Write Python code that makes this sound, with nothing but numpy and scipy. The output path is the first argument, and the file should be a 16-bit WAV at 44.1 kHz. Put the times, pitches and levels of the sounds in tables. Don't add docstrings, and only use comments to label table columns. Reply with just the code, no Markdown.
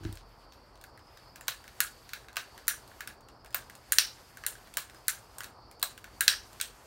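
import sys
import numpy as np
from scipy import signal
from scipy.fft import rfft, irfft
from scipy.io import wavfile

SR = 44100
rng = np.random.default_rng(int(sys.argv[2]) if len(sys.argv) > 2 else 0)


def wav_out(sig):
    wavfile.write(sys.argv[1], SR, np.round(np.clip(np.atleast_2d(sig).T, -1, 1) * 32767).astype(np.int16))


def how_loud(loudness_db):
    steps = np.asarray(loudness_db, float) / 20
    return 10 ** steps


N = 302526


def rms_one(x):
    return x / np.sqrt(np.mean(x ** 2) + 1e-20)


def at_hz(points, hz):
    table_hz, level_db = np.transpose(points)
    return np.interp(np.log(hz), np.log(table_hz), level_db)


def in_time(rows):
    s, *columns = np.transpose(rows)
    return [np.interp(np.arange(N) / SR, s, c) for c in columns]


def drift(rate_hz):
    r = np.exp(-80 * np.pi * rate_hz / SR)
    slow = signal.lfilter([1], [1, -2 * r, r * r], rng.standard_normal(N // 40 + 2002))[2000:]
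    return np.interp(np.arange(N) / 40, np.arange(len(slow)), rms_one(slow))


def resonate(x, hz, width_hz):
    r = np.exp(-np.pi * width_hz / SR)
    zeros = np.array([1, 0, -1]) * (1 - r * r) / 2
    return signal.lfilter(zeros, [1, -2 * r * np.cos(2 * np.pi * hz / SR), r * r], x)


def smooth_cut(x, hz, kind, order):
    return signal.sosfilt(signal.butter(order, hz, kind, fs=SR, output="sos"), x)


def steep_low_pass(x, hz, order):
    return signal.sosfilt(signal.cheby2(order, 60, hz, "low", fs=SR, output="sos"), x)


def coloured(spectrum, patchy_db):
    hz = np.maximum(np.arange(N // 2 + 1) * SR / N, 10)
    shaped = rfft(rng.standard_normal(N)) * how_loud(at_hz(spectrum, hz))
    out, together = 0, drift(3.4)
    for centre_hz in 30 * 2 ** np.arange(10):
        octave = np.cos(np.pi / 2 * np.clip(np.log2(hz / centre_hz), -1, 1)) ** 2
        flicker_db = patchy_db * (0.56 * together + drift(14.0))
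        out = out + irfft(shaped * octave, N) * how_loud(flicker_db)
    return rms_one(out)


def rings(modes, size):
    hz, level_db, t60_s = np.transpose(modes)[:, :, None]
    t = np.arange(size) / SR
    return how_loud(level_db - 60 * t / t60_s) * np.sin(2 * np.pi * hz * t)


def struck(modes, blows, spread_db):
    out, body = np.zeros(N + SR), rings(modes, SR)
    signs = (-1) ** np.arange(len(modes))
    for s, db in blows:
        at = round(s * SR)
        mode_db = db - 8.5 + spread_db * rng.standard_normal(len(modes))
        out[at:at + SR] += (how_loud(mode_db) * signs) @ body
    return out[:N]


# frequency in Hz, level in dB per Hz.
AIR_SPECTRUM = [(20, -12), (30, -9), (45, 3), (80, -3.5), (125, -8.5), (150, -11), (300, -10), (900, -8.5),
                (1300, -11.5), (2000, -29), (3600, -45.5), (7000, -43), (15000, -47)]
# frequency in Hz, width in Hz, level in dB.
HUM = (117, 8.8, -68.5)


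def room_air():
    hum_hz, width_hz, hum_db = HUM
    hum = rms_one(resonate(rng.standard_normal(N), hum_hz, width_hz))
    return how_loud(-57) * coloured(AIR_SPECTRUM, patchy_db=1.5) + how_loud(hum_db) * hum


# frequency in Hz, width in Hz, level in dB.
WHINE_LINES = [
    (4555.3, 420, 5),
    (5036.9, 130, -0.5),
    (5500, 220, -7.5),
]
# time in seconds, whine level in dB, share of the middle line in dB.
WHINE_WAVER = [(0, -67, -5), (.25, -69, 2), (.55, -67, -10), (1.3, -67, -0.5), (1.6, -69, -10),
               (2, -66, -3), (2.3, -71.5, -10), (2.55, -67, -3), (3, -67.5, -14), (3.45, -67.5, -4.5),
               (4, -67.5, -3.5), (4.7, -70, -9.5), (5, -70, 0), (5.4, -70, -6), (5.75, -63.5, -8),
               (6.05, -71, -9), (6.4, -65, -6), (6.86, -72, -9)]


def whine():
    level_db, line_db = in_time(WHINE_WAVER)
    noise = rng.standard_normal(N)
    bands = []
    for hz, width_hz, db in WHINE_LINES:
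        band = rms_one(resonate(resonate(noise, hz, width_hz), hz, width_hz))
        bands.append(band * how_loud(db + 2.1 * drift(3.5)))
    low, line, high = bands
    return how_loud(level_db - 7.0) * (low + high + how_loud(line_db + 7.5) * line)


# start in seconds, level in dB.
KNOCKS = [
    (.006, -41.5),
    (.027, -40.5),
    (.050, -26),
    (.088, -34),
    (.119, -42.5),
]
# frequency in Hz, level in dB, t60 in seconds.
TABLE_MODES = [(42, -8, 0.89), (72.6, -4, 0.32), (102.3, 4.5, 0.2), (187, -1, 0.089), (263, -5, 0.089),
               (327.5, 1.5, 0.14), (427, -12.5, 0.08), (630, -15, 0.073), (1330, -13, 0.037)]


def table_knock():
    return struck(TABLE_MODES, KNOCKS, 0.967)


# start in seconds, strength, brightness and barrel share in dB.
HANDLING = [(.0346, -57, -9, 3), (0.042, -65, 9, 4), (.050, -55.5, -20, 10), (0.1258, -55, 10, 4.5),
            (0.1542, -57, 3, 0), (.172, -58.5, -3, 11), (.5222, -69.5, -3, 16), (.535, -68, 4, 4),
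            (.755, -70, 3, 12), (.775, -66, -7, 1), (.8123, -57.5, 3, 4), (.975, -56.5, -13.5, -2),
            (.992, -67, 0, 2), (1.1726, -56, -8, 3.5)]
# start in seconds, strength, brightness, barrel share in dB, favoured resonance in Hz.
SNAPS = [(0.839, -49.5, -5, -3, 11600), (1.358, -49.5, -3, 2, 11100), (1.4095, -47, -4, -3, 7160),
         (1.481, -30, -0.5, 2.5, 14400), (1.8037, -23.5, 2.5, -1.5, 11100), (2.1337, -37.5, -7.5, 1, 15500),
         (2.3676, -31.5, -7.5, 1.5, 15400), (2.6802, -23, 1.5, -5, 9430), (3.006, -39, -11.5, -3.5, 15000),
         (3.0739, -40, -5, -0.5, 10800), (3.5446, -30.5, -1, -1, 15000), (3.921, -24, 5, -5.5, 9086),
         (3.9845, -22.5, 2, 4.5, 9122), (4.4642, -30.5, 7.5, -2.5, 9500), (4.7704, -29, 3, -.5, 15600),
         (5.0813, -24.5, 3, -3.5, 10650), (5.3836, -43.5, 5, -6, 8650), (5.8278, -30, 5, 0, 14590),
         (6.2073, -24, 0.5, -4, 9000), (6.2794, -21, -1, 3.5, 8500), (6.6119, -33.5, 7.5, 5, 8400)]
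# start in seconds, strength, brightness and barrel share in dB.
TICKS = [(1.6407, -54, -10, -3), (1.678, -51, -7, 1), (2.0914, -51.5, -4.5, 5), (2.245, -63, -12, -8),
         (2.284, -52, -16, 2), (2.329, -58, -3, 2), (2.5775, -50.5, -5.5, 1), (2.8768, -59.5, 2, 3),
         (2.915, -61, -23, -6), (3.2074, -69, 10.5, 4), (3.2857, -59.5, 0, 4), (3.4462, -53.5, -8, -4),
         (3.46, -55.5, -4, 0), (3.698, -48.5, -5.5, -2), (3.752, -52.5, 4, -2.5), (4.371, -46.5, -8, -3.5),
         (4.553, -55, -18, -1), (4.6725, -59, -6, -0.5), (4.8974, -54, -9, 1.5), (4.946, -55.5, -8, -3.5),
         (5.4051, -40.5, -10.5, -1), (5.4421, -44, 0, 0.5), (5.7124, -56.5, 2, -2), (5.9768, -49.5, -3, 0),
         (6.042, -47.5, -9.5, -2), (6.53, -57, 3, 2)]
# start in seconds, strength, brightness and barrel share in dB.
SLIPS = [(1.471, -59, -6, -2), (1.478, -54, 0, -7), (2.358, -47, -7, 1), (2.670, -54, 6, -3),
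         (3.506, -60.5, -2, 0), (3.527, -63, 8, 5), (3.534, -67, -1.5, 12), (4.437, -46.5, -19, 1),
         (4.448, -56, -26, 1), (4.739, -54, 12, 7.5), (5.07, -63.5, 8, -13), (5.434, -45.5, -1, -2.5),
         (5.796, -59.5, 9, 3), (5.816, -54.5, -1, 2), (6.6, -43, -9.5, 5)]
# start in seconds, level in dB.
RELEASES = [
    (3.9841, -9.5),
    (6.2793, -9.5),
]
# frequency in Hz, level in dB, t60 in seconds.
CASE = [(1350, -13.5, 0.0072), (1497, -1.5, 0.012), (1667, 1, 0.014), (2100, -5.5, 0.01)]
BARREL = [(2703, 1.5, 0.0053), (3334, -0.5, 0.0046), (3900, 0, 0.0063), (4353.2, 4, 0.0036),
          (5420, -6, 0.0077), (6050, 2, 0.0031)]
SPRING = [(6830, -5, 0.0056), (7380, -6, 0.007), (8300, -7.5, 0.0091), (9200, 5.5, 0.0016)]
CRACK = [(11100, 0.36, 0.0042), (11900, -1.1, 0.0028), (13200, -1, 0.0046), (14300, 0.13, 0.0028),
         (15740, -0.31, 0.0033)]
LATCH = [(3000, -4, 0.016), (3570, -11.5, .01), (4017.7, 3, 0.012), (4696.8, 5, 0.011), (5200, 1.5, .01),
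         (5510, 2.5, 0.022), (5940, 0.5, .014)]
PARTS = (CASE, BARREL, SPRING, CRACK, LATCH)


def shares(strength_db, bright_db, barrel_db):
    crack_db = 0.064 * (strength_db + 40)
    top_db = strength_db + bright_db / 2
    return strength_db - bright_db / 2, strength_db + barrel_db, top_db - crack_db, top_db + crack_db


def igniter():
    out, energy = np.zeros(N + 1024), np.zeros((len(PARTS), N))
    parts = [rings(modes, size=512) for modes in PARTS]
    t = np.arange(160) / SR
    swell = (t / .0006) ** 1.52 * np.exp(-t / 0.00042)
    blows = [*np.array(SNAPS)[:, :-1], *HANDLING, *TICKS, *SLIPS]
    hits = [(s, k, db + 20.5) for s, *blow in blows for k, db in enumerate(shares(*blow))]
    hits += [(s, len(PARTS) - 1, db + 14.5) for s, db in RELEASES]
    for s, k, db in hits:
        uneven = how_loud(5 * rng.standard_normal(160))
        contacts = swell * rng.standard_normal((len(parts[k]), 160)) * uneven
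        ring = sum(np.convolve(rms_one(c), mode) for c, mode in zip(contacts, parts[k]))
        at = round(s * SR)
        out[at:at + len(ring)] += how_loud(db) * ring / np.sqrt(np.sum(ring ** 2))
        energy[k, at] += how_loud(2 * db)
    return out[:N], energy


# delay in seconds, level in dB.
ECHOES = [
    (.0026, -10),
    (.0092, -11.5),
    (0.012, -18),
    (.018, -18),
    (.027, -21),
]


def echoes(x):
    table_top, *walls = [how_loud(db) * np.roll(x, round(s * SR)) for s, db in ECHOES]
    return table_top + smooth_cut(sum(walls), 7000, "low", order=2)


# t60 in seconds, energy in dB.
REVERB = [
    (0.25, -3),
    (0.24, -2.5),
    (0.25, -4.5),
    (0.19, -5.5),
    (0.28, -2),
]


def room_tail(energy):
    out, build = 0, np.exp(-1 / (0.001 * SR))
    for modes, blows, (t60_s, energy_db) in zip(PARTS, energy, REVERB):
        keep = how_loud(-120 / (t60_s * SR))
        left = signal.lfilter([1 - keep], [1, -keep], blows + 1e-18)
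        left = signal.lfilter([1 - build], [1, -build], np.roll(left, round(0.0019 * SR)))
        power = np.sum(np.abs(rfft(rings(modes, size=2048))) ** 2, axis=0)
        bins, coarse = np.linspace(0, 1, N // 2 + 1), np.linspace(0, 1, len(power))
        colour = np.interp(bins, coarse, np.sqrt(power))
        noise = rms_one(irfft(rfft(rng.standard_normal(N)) * colour, N))
        out = out + how_loud(energy_db + 2.0 * drift(65.0)) * np.sqrt(left) * noise
    return out


# opens in seconds, shuts in seconds, first hiss in dB, last hiss in dB.
GAS = [
    (1.5, 2.2, -63, -62),
    (2.4, 3.029, -64, -62),
    (3.58, 4.101, -67, -60.5),
    (4.1, 5.402, -60, -64.5),
    (5.861, 6.599, -66, -58.5),
    (6.6, 6.998, -64.5, -61.5),
]


def valve():
    open_db_per_s, shut_db_per_s, leak_db = 150, 93, -77.5
    t, held = np.arange(N) / SR, []
    for on, off, first_db, last_db in GAS:
        level_db = np.interp(t, [on, off], [first_db, last_db])
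        level_db -= open_db_per_s * np.maximum(on - t, 0)
        held.append(level_db - shut_db_per_s * np.maximum(t - off, 0))
    return np.maximum(np.max(held, axis=0), leak_db)


# centre in seconds, half length in seconds, level in dB.
RUSTLE = [(0.074, 0.086, -61), (.32, .05, -71), (0.422, 0.04, -67), (0.545, 0.05, -73.5), (.68, .1, -79),
          (1.196, 0.16, -69.5)]
# frequency in Hz, level in dB per Hz.
JET_SPECTRUM = [(700, -18), (1500, 8), (2200, 6), (4000, 2), (6000, 0.5), (9000, -1.5), (12500, -2),
                (15500, -8)]


def gas_and_fingers():
    hiss_db, t = valve(), np.arange(N) / SR
    fingers = sum(how_loud(db - 10.45 * ((t - s) / half_s) ** 2) for s, half_s, db in RUSTLE)
    jet = coloured(JET_SPECTRUM, patchy_db=1.5)
    roar = smooth_cut(jet, 4500, "low", order=2)
    hiss = rms_one(jet - roar)
    roar_db = -63 + 0.54 * (hiss_db - hiss_db.max())
    return (how_loud(roar_db) + 0.98 * fingers) * rms_one(roar) + (how_loud(hiss_db + 1.0) + fingers) * hiss


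PING = (.522, -58, 11903, .15)


def ping():
    s, db, hz, t60_s = PING
    return struck([(hz, 0, t60_s)], [(s, db)], 0)


# start in seconds, frequency in Hz, level in dB.
LINGER = [(1.358, 2450, -60), (1.4819, 3880, -38), (1.8035, 1500, -29), (2.133, 3860, -44),
          (2.3677, 2700, -37), (2.6805, 5840, -32), (3.007, 2430, -50), (3.074, 2460, -49.5),
          (3.5455, 8700, -40.5), (3.5449, 14300, -26), (4.4642, 15400, -39), (5.8271, 8250, -31.5),
          (5.8271, 14600, -27), (2.6804, 15400, -29), (6.2793, 3200, -28.5), (6.2075, 15000, -32),
          (3.9212, 10980, -30), (1.8038, 8330, -32.5), (3.9214, 7200, -31), (3.984, 4400, -33),
          (4.7712, 2300, -45), (5.0816, 6000, -36), (5.7123, 2300, -58.5), (5.8269, 3980, -31.5),
          (6.2075, 3860, -34), (6.2796, 1667, -25), (6.6119, 3280, -40.5)]


def accents():
    out, t = np.zeros(N + SR), np.arange(SR // 4) / SR
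    bursts = [(s, hz, db + bright_db / 2 - 4, 900, 1800 / hz) for s, db, bright_db, _, hz in SNAPS]
    bursts += [(s, hz, db, 150 + .09 * hz, min(.25, 1500 / hz)) for s, hz, db in LINGER]
    for s, hz, db, width_hz, t60_s in bursts:
        shape = np.clip(t / 0.00097, 0, 1) * (how_loud(-60 * t / 0.0093) + how_loud(-17.5 - 60 * t / t60_s))
        noise = rng.standard_normal(len(t) + 1000)
        band = resonate(resonate(noise, hz, width_hz), hz, width_hz)[-len(t):]
        at = round(s * SR)
        out[at:at + len(t)] += how_loud(db + 10.0) * shape * rms_one(band)
    return out[:N]


# start in seconds, peak in dB.
PUSHES = [(1.481, -36.5), (1.803, -45), (2.367, -38), (3.544, -35), (3.984, -43), (4.771, -36.5),
          (5.081, -62), (5.827, -34.5), (6.28, -41)]
# frequency in Hz, width in Hz, level in dB.
GRIP = [(529, 220, -8), (708, 140, -4), (1033, 220, -2), (1185, 290, -0.5)]


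def thumb():
    out, t = np.zeros(N + SR), np.arange(SR // 4) / SR
    shape = np.clip(t / 0.0032, 0, 1) * (how_loud(-60 * t / 0.026) + how_loud(-12.0 - 60 * t / 0.22704))
    for s, peak_db in PUSHES:
        body = 0
        for hz, width_hz, db in GRIP:
            noise = rng.standard_normal(len(t))
            body = body + how_loud(db) * resonate(resonate(noise, hz, width_hz), hz, width_hz)
        at = round(s * SR)
        out[at:at + len(t)] += how_loud(peak_db + 4.0) * shape * rms_one(body)
    return out[:N]


# frequency in Hz, level in dB, t60 in seconds.
STRIKER = [(4320, 0, 0.0046), (5730, -8, .006)]


def latch_strike():
    return struck(STRIKER, [(s + .0004, db + 14.5) for s, db in RELEASES], 0)


def scene():
    snaps, energy = igniter()
    snaps = snaps + latch_strike()
    reflected = echoes(snaps) + room_tail(energy)
    direct, reflected = smooth_cut([snaps, reflected], 1215, "high", order=6)
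    blows = table_knock() + thumb() + ping()
    steady = reflected + accents() + gas_and_fingers() + blows + room_air() + whine()
    return (direct + steep_low_pass(steady, 16050, order=24))[None]


def top_cut(x):
    return signal.sosfilt(signal.butter(12, 17140, fs=SR, output="sos"), x)


def record(dry):
    heard = dry - .42 * resonate(dry, hz=10400, width_hz=600)
    held = np.clip(heard, -.94, .94)
    return top_cut(steep_low_pass(held, 16950, order=16))


dry = scene()
out = record(dry)
wav_out(out)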